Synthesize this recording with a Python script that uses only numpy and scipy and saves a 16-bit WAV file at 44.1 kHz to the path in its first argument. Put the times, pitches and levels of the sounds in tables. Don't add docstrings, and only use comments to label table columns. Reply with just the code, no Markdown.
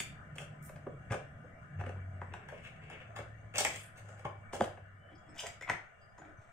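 import sys
import numpy as np
from scipy import signal
from scipy.fft import rfft, irfft
from scipy.io import wavfile
from scipy.ndimage import uniform_filter1d

SR = 44100
rng = np.random.default_rng(int(sys.argv[2]) if len(sys.argv) > 2 else 0)


def pcm_store(signal):
    levels = np.round(np.clip(np.atleast_2d(signal), -1, 1) * 32767)
    wavfile.write(sys.argv[1], SR, levels.astype(np.int16).T)


N = 287532
TIME = np.arange(N) / SR

# (time [s], knock level [dB], clack level [dB above knock], tick level [dB above knock],
#  rough knock centre [Hz], softness [0.5 a snap to 1.5 a brush])
BOX_TAP_ROWS = [(0.002, -43, 8.5, 13, 201, 0.98), (0.383, -50.5, 8.5, 12, 597, 0.64),
                (0.694, -41.5, -7, -16.5, 605, 1.12), (0.761, -46, -5.5, -16, 695, 1.23),
                (0.868, -31.5, -20, -45.5, 600.6, 1.004), (1.108, -34.5, -3.5, -21.5, 561, 1.7),
                (1.121, -30.5, -3, -14, 576, 1.24), (1.131, -41, 7, -16, 636, 1.06),
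                (1.143, -30.5, -8.5, -21.5, 575, 0.94), (1.8, -43.5, -1.5, -22, 640, 0.61),
                (1.811, -35.5, -5.5, -25.5, 648, 0.83), (1.838, -40.5, -3, -28, 695, 0.8),
                (1.865, -36, -6.5, -24, 461, 1.1), (1.893, -37.5, -6.5, -19.5, 638, 0.635),
                (1.961, -49, -15, -27, 600, 0.8), (2.216, -34.5, -5, -33.5, 970, 0.46),
                (2.338, -36.5, -2.5, -16.5, 1024, 0.634), (2.487, -47.5, 4.5, -11, 1028, 0.84),
                (2.521, -38, -17, -32, 555, 0.98), (2.535, -49, -13, -26.5, 478, 1.06),
                (2.9, -44, -2.5, -13, 582, 1.16), (3.163, -41.5, -1.5, -8, 925, 2.15),
                (3.188, -34, -6.5, -19.5, 558, 0.955), (4.252, -30.5, -7.5, -25.5, 696, 1.1),
                (4.532, -30.5, -10.5, -20, 573, 1.36), (4.602, -29.5, -36.5, -23, 418, 1.27),
                (4.608, -17.5, -15, -25, 690, 0.393), (4.62, -36, -8, -7, 680, 1.83),
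                (4.641, -37.5, -6, -8, 620, 2.77), (4.776, -45, -6, -30, 679, 1.82)]
CAR_TAP_ROWS = [(3.568, -53, -1.5, 7.5, 700, 1.4), (3.582, -33.5, -3.5, 11.5, 670, 0.52),
                (3.584, -33.5, 1.5, 8, 750, 1.02), (3.605, -37, -9, -2, 720, 1.3),
                (3.649, -30, 4, 4, 854, 0.643), (3.654, -33, -3.5, -15, 545, 0.59),
                (3.666, -38, 0, 4, 446, 1.3), (5.452, -56, 8.5, 1.5, 800, 0.55),
                (5.46, -39, -4, -9, 850, 0.95), (5.467, -45, 4, 7.5, 697, 0.7),
                (5.611, -46, 3, -5.5, 501, 0.88), (5.623, -50.5, 5, 0.5, 696, 0.99),
                (5.678, -40.5, -2, -28, 950, 0.83), (5.691, -35.5, -1.5, -18.5, 1044, 1.19),
                (5.698, -27, 1, -13, 820, 0.5), (5.705, -36.5, -2.5, -10, 627, 0.88),
                (5.715, -42, 1, -10, 404, 1.16), (6.183, -47.5, -9, -14.5, 936, 1.78),
                (6.219, -42.5, -9.5, -37, 800, 1.3), (6.252, -47.5, -8.5, -35, 300, 1.4)]


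def amp(db):
    return 10 ** (np.asarray(db) / 20)


def evened(x):
    return x / np.sqrt(np.mean(x ** 2) + 1e-20)


def read(points, hz):
    f, value = np.transpose(points)
    return np.interp(np.log(hz + 1), np.log(f), value)


def add(mix, s, sound):
    part = mix[max(round(s * SR), 0):][:len(sound)]
    part += sound[:len(part)]


def band(x, hz, kind, order=3):
    return signal.sosfilt(signal.butter(order, hz, kind, fs=SR, output="sos"), x)


def paired(z, same):
    same = np.clip(same, -1, 1)
    return np.array([z[0], same * z[0] + np.sqrt(1 - same ** 2) * z[1]])


def hiss(level_db, patchy_db):
    # (frequency [Hz], level [dB per Hz])
    colour_points = [(20, -5), (48, -16), (68, -8), (110, -3), (200, -14), (330, -31), (600, -18.5),
                     (920, -30.5), (1400, -11), (2000, -18), (2500, -34), (3200, -34.5), (4100, -49),
                     (7500, -43.5), (11000, -55.5)]
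    # (frequency [Hz], width [Hz], boost [dB])
    peaks = [(404, 170, 7.5), (720.1, 304, 13), (1013, 48, 12), (1225.8, 81, 7), (1477, 18, 6.5),
             (1772, 160, 3.5), (2287.7, 100, 14.5), (2805, 170, 11.5), (3310, 43, 6.5), (6515, 91, 12),
             (7900, 110, 12)]
    # (frequency [Hz], likeness [0 to 1])
    likeness = [(50, 1), (250, 0), (600, 0.25), (1200, 0.0076), (4000, 0.016)]
    # (time [s], level [dB])
    loudness = [(0.0, -55), (0.13, -60), (4.61, -61.5), (4.94, -63.5), (5.5, -63), (6.52, -64)]
    hz = np.fft.rfftfreq(N, 1 / SR)
    colour = read(colour_points, hz)
    colour += sum(db / (1 + (2 * (hz - f) / width) ** 4) for f, width, db in peaks)
    z = paired(rfft(rng.standard_normal((2, N))), read(likeness, hz)) * amp(colour)

    frames = signal.stft(irfft(z, N), nperseg=1024)[2]
    patches = rng.standard_normal(frames.shape[1:])
    patches = uniform_filter1d(patches, size=9, axis=0)
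    patches = evened(uniform_filter1d(patches, size=7, axis=1))
    noise = signal.istft(frames * amp(patchy_db * patches), nperseg=1024)[1][:, :N]
    return evened(noise) * amp(np.interp(TIME, *np.transpose(loudness)) + level_db)


def table(rumble_db, rise_s):
    # (time [s], level [dB])
    rumble = [(0.0, -54), (0.67, -56), (1.25, -55), (5.59, -65.5), (6.05, -88.5), (6.52, -77.5)]
    # (time [s], pitch [Hz], level [dB])
    thumps = [(0.61, 149, -30.5), (1.106, 114.3, -15.5), (1.791, 99.8, -24), (4.251, 124.2, -26),
              (4.612, 229, -19), (5.698, 143.3, -33.5), (6.383, 105.8, -35.5)]
    thump_t60_s = 0.0619
    push_db, push_slope, push_fade_s = -29.5, 0.71, 0.051
    power = amp(np.interp(TIME, *np.transpose(rumble)) + rumble_db) ** 2
    t = np.arange(SR // 2) / SR
    for s, knock, *_ in BOX_TAP_ROWS + CAR_TAP_ROWS:
        shake = amp(push_db + push_slope * knock) * np.exp(-t / push_fade_s)
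        add(power, s, shake ** 2)
    out = np.sqrt(power) * evened(band(rng.standard_normal(N), [70, 170], "band", order=2))
    for s, hz, db in thumps:
        envelope = amp(db - 60 * t / thump_t60_s) * (1 - np.exp(-t / rise_s))
        add(out, s, envelope * np.sin(2 * np.pi * hz * t))
    return band(out, 47, "high")


def grit(size, per_s, spread_db):
    chance, strength, sign = rng.random((size, 3)).T
    happens = chance < per_s / SR
    strength_db = spread_db * np.minimum(-np.log(1 - strength), 4)
    return evened(happens * np.sign(sign - .5) * amp(strength_db))


def radiate(force, modes, knock_hz, clack_hz, knock_db, clack_db, tick_db, span):
    grip_detune = 0.019
    t = np.arange(SR // 12) / SR
    detune = 1 + grip_detune * rng.uniform(-1, 1, len(modes))
    ring = np.zeros(len(t))
    for k, (hz, width, db) in enumerate(modes):
        decay = width * np.exp(-np.pi * width * t)
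        ring += (-1) ** k * amp(db) * decay * np.sin(2 * np.pi * hz * detune[k] * t)
    sound = signal.fftconvolve(force, ring)

    knock = band(sound, [150, 1000], "band", order=4)
    knock = band(knock, [knock_hz / 1.1556, knock_hz * 1.218], "band", order=1)
    clack = band(sound, [950, 4200], "band")
    clack = band(clack, [clack_hz / 1.337, clack_hz * 1.24], "band", order=1)
    top_hz = min(np.interp(tick_db, [-20, 0], [10500, 17000]), 20000)
    tick = band(band(sound, 4111, "high", order=4), top_hz, "low", order=2)
    tick = tick + 0.78 * np.roll(tick, rng.integers(15, 60))

    mixed = 0
    for part, db in ((knock, 0), (clack, clack_db), (tick, tick_db)):
        loudest = np.sqrt(uniform_filter1d(part ** 2, span, mode="constant").max() + 1e-30)
        mixed = mixed + amp(db) * part / loudest
    return amp(knock_db) * mixed


def taps(rows, modes, settle_s, level_db, clack_db, tick_db, scuff_db, dull_hz, sharp_hz, room_db):
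    build_up = [0.00306, 0.0011]
    direct, spread = np.zeros(N), np.zeros(N)
    t = np.arange(-SR // 100, SR // 20) / SR
    blow = np.exp(-(t / 9e-5) ** 2)
    for s, knock, clack, tick, knock_hz, softness in rows:
        clack_hz = np.interp(tick - clack, [0, 19], [dull_hz, sharp_hz])
        clack_hz *= np.interp(clack, [-20, 0], [0.72, 1.08])

        touch_s = np.interp(tick, [-25, -5], build_up)
        scuff = grit(len(t), 9000, 3.02) * np.exp(np.minimum(t / touch_s, -t / settle_s) / softness)
        scuff /= np.linalg.norm(scuff)
        scuff *= amp(np.interp(tick, [-16, 0], [scuff_db, scuff_db - 7]))
        force = blow / blow.sum() + softness * scuff
        sound = radiate(force, modes, knock_hz, clack_hz, knock + level_db, clack + clack_db,
                        tick + tick_db, SR // 200)
        sound = sound[max(-round((s + t[0]) * SR), 0):]

        beam_db = np.interp(knock + max(clack, 0), [-32, -22], [0, 3])
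        add(direct, s + t[0], sound * amp(beam_db))
        add(spread, s + t[0], sound * amp(room_db - beam_db / 3))
    return direct, spread


def hum(waver_hz, waver):
    # (time [s], length [s], starting pitch [Hz], level [dB rms])
    hums = [(0.3, 1.228, 150.5, -52.5), (1.746, 0.692, 95.2, -43), (1.72, 0.18, 151.8, -45.5),
            (2.74, 0.359, 153.5, -55.5), (3.051, 0.917, 109, -52), (3.105, 0.557, 67.6, -58),
            (3.999, 1.186, 102.8, -52.5)]
    attack_s, release_s = 0.0265, 0.21
    fade_db_per_s, sag_per_s = 4.0, 0.06006
    out = np.zeros(N)
    slow = evened(band(rng.standard_normal((2, N)), waver_hz, "low", order=2))
    for s, length, hz, db in hums:
        t = np.arange(int(length * SR)) / SR
        envelope = np.minimum(t / attack_s, 1) * np.minimum((length - t) / release_s, 1)
        turns = np.cumsum(hz * (1 - sag_per_s * t)) / SR
        tone = np.sqrt(2) * np.sin(2 * np.pi * turns)
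        add(out, s, amp(db - fade_db_per_s * t) * envelope * tone)
    return out * (1 + waver * slow[0])


def uneven_pressure(size, span, uneven_db):
    wander = uniform_filter1d(rng.standard_normal(size), size=span, mode="wrap")
    return amp(uneven_db * evened(wander))


def rubs(rows, modes, slips_per_s, spread_db, level_db, uneven_db):
    ease_db_per_s = 21
    out = np.zeros(N)
    for s, length, knock, clack, tick, knock_hz in rows:
        size = int(length * SR)
        force = grit(size, slips_per_s * min(0.14 / length, 1), spread_db)
        force *= signal.windows.tukey(size, .5)
        force *= uneven_pressure(size, 500, uneven_db)
        force *= amp(-ease_db_per_s * np.arange(size) / SR)
        clack_hz = np.interp(clack, [-8, 6], [1600, 2700])
        add(out, s, radiate(force, modes, knock_hz, clack_hz, knock + level_db, clack, tick, SR // 30))
    return out


def slides(slips_per_s, spread_db, uneven_db):
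    # (time [s], length [s], centre [Hz], level [dB rms], rise in pitch [share], width [Hz])
    strokes = [(0.613, 0.0816, 11000, -64.5, 0.06, 7400), (3.764, 0.1224, 9766, -67.5, -0.039, 4000),
               (4.019, 0.185, 7085, -79.5, 0.139, 1790)]
    out = np.zeros(N)
    for s, length, hz, db, rise, width in strokes:
        size = int(length * SR)
        pressure = signal.windows.tukey(size, .7) * uneven_pressure(size, 600, uneven_db)
        rasp = band(grit(size, slips_per_s, spread_db) * pressure, width / 2, "low", order=3)
        pitch = hz * (1 + rise * np.linspace(-.5, .5, size))
        carrier = np.sin(2 * np.pi * np.cumsum(pitch) / SR)
        add(out, s, amp(db) * evened(rasp * carrier))
    return out


def squeaks_and_whistles(flutter_db):
    # (time [s], length [s], pitch [Hz], level [dB], rise in pitch [share], waver [share])
    tones = [(4.951, 0.214, 3000, -71.5, 0.025, 0.0103), (5.009, 0.343, 3290, -76.5, 0.027, 0.01),
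             (5.15, 0.0172, 5000, -62.5, -0.068, 0.049), (5.17, 0.032, 6770, -75.5, 0.02, 0.0048),
             (5.28, 0.052, 8010, -74, -0.0024, 0.0033), (5.281, 0.034, 5282, -72.5, 0.005, 0.005),
             (5.367, 0.0486, 2950, -43.5, -0.1053, 0.081), (5.383, 0.0181, 5160, -47, -0.1005, 0.046),
             (5.624, 0.01834, 2160, -39.5, 0.019, 0.0368), (5.659, 0.03, 2130, -57.5, -0.0078, 0.048),
             (5.999, 0.0522, 4870, -72, 0, 0.002), (6.08, 0.03, 4880, -73.5, 0.031, 0.0017),
             (6.174, 0.0259, 6830, -60, -0.03, 0.0283), (6.368, 0.0213, 6107, -76, 0.027, 0.01)]
    out = np.zeros(N)
    for s, length, hz, db, rise, waver in tones:
        size = int(length * SR)
        jitter = waver * evened(uniform_filter1d(rng.standard_normal(size), size=40))
        pitch = hz * (1 + jitter + rise * np.linspace(-.5, .5, size))
        flutter = evened(band(rng.standard_normal(SR), 58.6, "low"))[-size:]
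        flutter_gain = evened(amp(flutter_db * flutter))
        tone = np.sin(2 * np.pi * np.cumsum(pitch) / SR)
        add(out, s, amp(db) * flutter_gain * np.hanning(size) * tone)
    return out


def room(direct, spread, wet_db, bounce_s, bounce_db, right_lag):
    # (frequency [Hz], time [s])
    fall_times = [(120, 0.045), (400, 0.325), (1000, 0.367), (2800, 0.388), (7000, 0.269), (15000, 0.22)]
    # (frequency [Hz], level [dB against direct sound])
    tail_levels = [(100, -23), (300, 5.5), (700, -2.5), (2000, 0), (7000, -0.5), (15000, -2)]
    # (frequency [Hz], likeness [0 to 1])
    likeness = [(100, 0), (400, 0.73), (800, 0.26), (1500, 0.073), (4000, 0)]
    size = SR * 3 // 4
    echoes = rng.choice([-1., 1.], (2, size)) * (rng.random((2, size)) < 5000 / SR)
    echoes *= np.arange(size) > .003 * SR
    hz, t, z = signal.stft(evened(echoes), SR, nperseg=256)
    t60 = read(fall_times, hz)[:, None]
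    decay = amp(wet_db + read(tail_levels, hz)[:, None] - 60 * t / t60)
    decay *= np.sqrt(2 * np.log(1000) / (t60 * SR))
    tail = signal.istft(paired(z, read(likeness, hz)[:, None]) * decay, SR, nperseg=256)[1]

    early = np.zeros((2, SR // 50))
    early[0, max(-right_lag, 0)] = early[1, max(right_lag, 0)] = 1
    early[:, int(bounce_s * SR)] += amp(bounce_db) * np.array([1, .5])
    near = signal.oaconvolve(direct[None], early, axes=1)[:, :N]
    return near + signal.oaconvolve(spread[None], tail, axes=1)[:, :N]


def scene():
    # (frequency [Hz], width [Hz], level [dB])
    card = [(193, 58.5, 5), (434, 175, -2), (557.4, 54.8, 2.5), (646, 84, -1.5), (786.6, 113.4, -2.5),
            (1073, 140, 0.5), (1571, 360, -3), (2221, 317, -5), (2711, 243.5, -4.5), (3412, 473, -15),
            (4770, 480, -23.5), (6222, 810, -20.5), (6548, 662, -18), (7120, 920, -21.5),
            (8652, 1753, -26.5), (13900, 8800, -37.5)]
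    plastic = [(300, 120, 1), (551, 180, -0.5), (792, 130, 2.5), (948, 79, 0.5), (1417, 410, -3),
               (1670.3, 55, 2), (1866, 380, -4.5), (2025, 120, -1), (2243, 120, -3), (2625, 517, -8),
               (3370, 630, -12), (3963, 460, -12), (5000, 2500, -16), (7410, 1265, -12),
               (14040, 5000, -29.5)]
    # (time [s], length [s],
    # knock level [dB], clack level [dB above knock], tick level [dB above knock], rough knock centre [Hz])
    box_strokes = [(0.345, 0.0835, -48.5, -7, -7, 594), (1.112, 0.019, -37, -23, -19, 564),
                   (1.425, 0.0314, -54.5, -18.5, -33, 427), (1.785, 0.0221, -49.5, -4, -24.5, 604),
                   (1.845, 0.078, -55.5, -0.5, -22, 479), (2.25, 0.353, -55.5, -0.5, -40.5, 398),
                   (2.5, 0.101, -58, 2, -14.5, 450), (2.56, 0.239, -63.5, 5.5, -11, 450),
                   (2.78, 0.348, -57.5, 4, -17, 500), (2.63, 0.0717, -61.5, 12.5, -4, 595),
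                   (2.895, 0.0674, -53, 3, -19, 500), (3.15, 0.0615, -49.5, -3, -20.5, 592),
                   (3.534, 0.034, -44.5, 3.5, -11.5, 650), (3.551, 0.028, -43, 0.5, 1, 620),
                   (3.582, 0.078, -36, -6, 0, 680), (3.66, 0.1367, -55, 3.5, 8, 480),
                   (3.77, 0.093, -67.5, 9, 5.5, 580), (3.95, 0.0547, -61.5, 2, 0, 577),
                   (3.98, 0.317, -54, -7, -12.5, 620), (4.526, 0.049, -39, -13, -9, 664.4)]
    car_strokes = [(5.09, 0.0529, -54, -15, -32.5, 300), (5.255, 0.0882, -52, -10.5, -31, 244),
                   (5.335, 0.077, -54.5, -0.5, -6.5, 800), (5.376, 0.0399, -55.5, 7.5, 11.5, 770),
                   (5.413, 0.04, -42, -11.5, -13, 603), (6.14, 0.2, -56, -8.5, -26, 313),
                   (6.36, 0.19, -61, -5.5, -15, 633)]
    lift_span = (2.44, 4.45)

    box = np.array(taps(BOX_TAP_ROWS, card, settle_s=0.00253, level_db=-7.5, clack_db=1.5, tick_db=2.0,
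                        scuff_db=0.5, dull_hz=1651, sharp_hz=3120, room_db=0.9936))
    sliding = rubs(box_strokes, card, slips_per_s=2800, spread_db=4.5, level_db=-6.0, uneven_db=5.5)
    sliding += slides(slips_per_s=2500, spread_db=4.5, uneven_db=3.5)
    car = np.array(taps(CAR_TAP_ROWS, plastic, settle_s=0.0027, level_db=-7.5, clack_db=3.0, tick_db=-1.5,
                        scuff_db=9.5, dull_hz=1833, sharp_hz=4520, room_db=0.5))
    turning = rubs(car_strokes, plastic, slips_per_s=4300, spread_db=2.0, level_db=-7.0, uneven_db=4.5)
    turning += squeaks_and_whistles(flutter_db=6.5)

    lifted = (TIME > lift_span[0]) & (TIME < lift_span[1])
    held = (box + car) * lifted + sliding
    on_table = box * ~lifted
    turned = car * ~lifted + turning
    near = room(*on_table, wet_db=-0.5, bounce_s=0.0024, bounce_db=-9.5, right_lag=2)
    near += room(*held, wet_db=2.0, bounce_s=0.0024, bounce_db=-6.0, right_lag=-6)
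    near += room(*turned, wet_db=2.0, bounce_s=0.002, bounce_db=-8.5, right_lag=1)
    near += hum(waver_hz=34, waver=0.15)
    near += table(rumble_db=1.0, rise_s=0.00825)
    return near + hiss(level_db=4.0, patchy_db=2.5)


def record(dry):
    # (frequency [Hz], left minus right [dB])
    port_difference = [(100, 1), (700, -2), (1500, 5.5), (3000, 1.5), (5000, 2.5), (6600, 9.5),
                       (8200, -15.5), (9500, -8.5), (11500, -2), (15000, 2.5)]
    edge_hz = 15700
    hz = np.fft.rfftfreq(2 * N, 1 / SR)
    tilt = read(port_difference, hz) / 2
    coloured = irfft(rfft(dry, 2 * N) * amp([tilt, -tilt]))[:, :N]
    low_pass = signal.firwin(511, edge_hz, window=("kaiser", 9), fs=SR)
    return signal.oaconvolve(coloured, low_pass[None], "same")


dry = scene()
out = record(dry)
pcm_store(out)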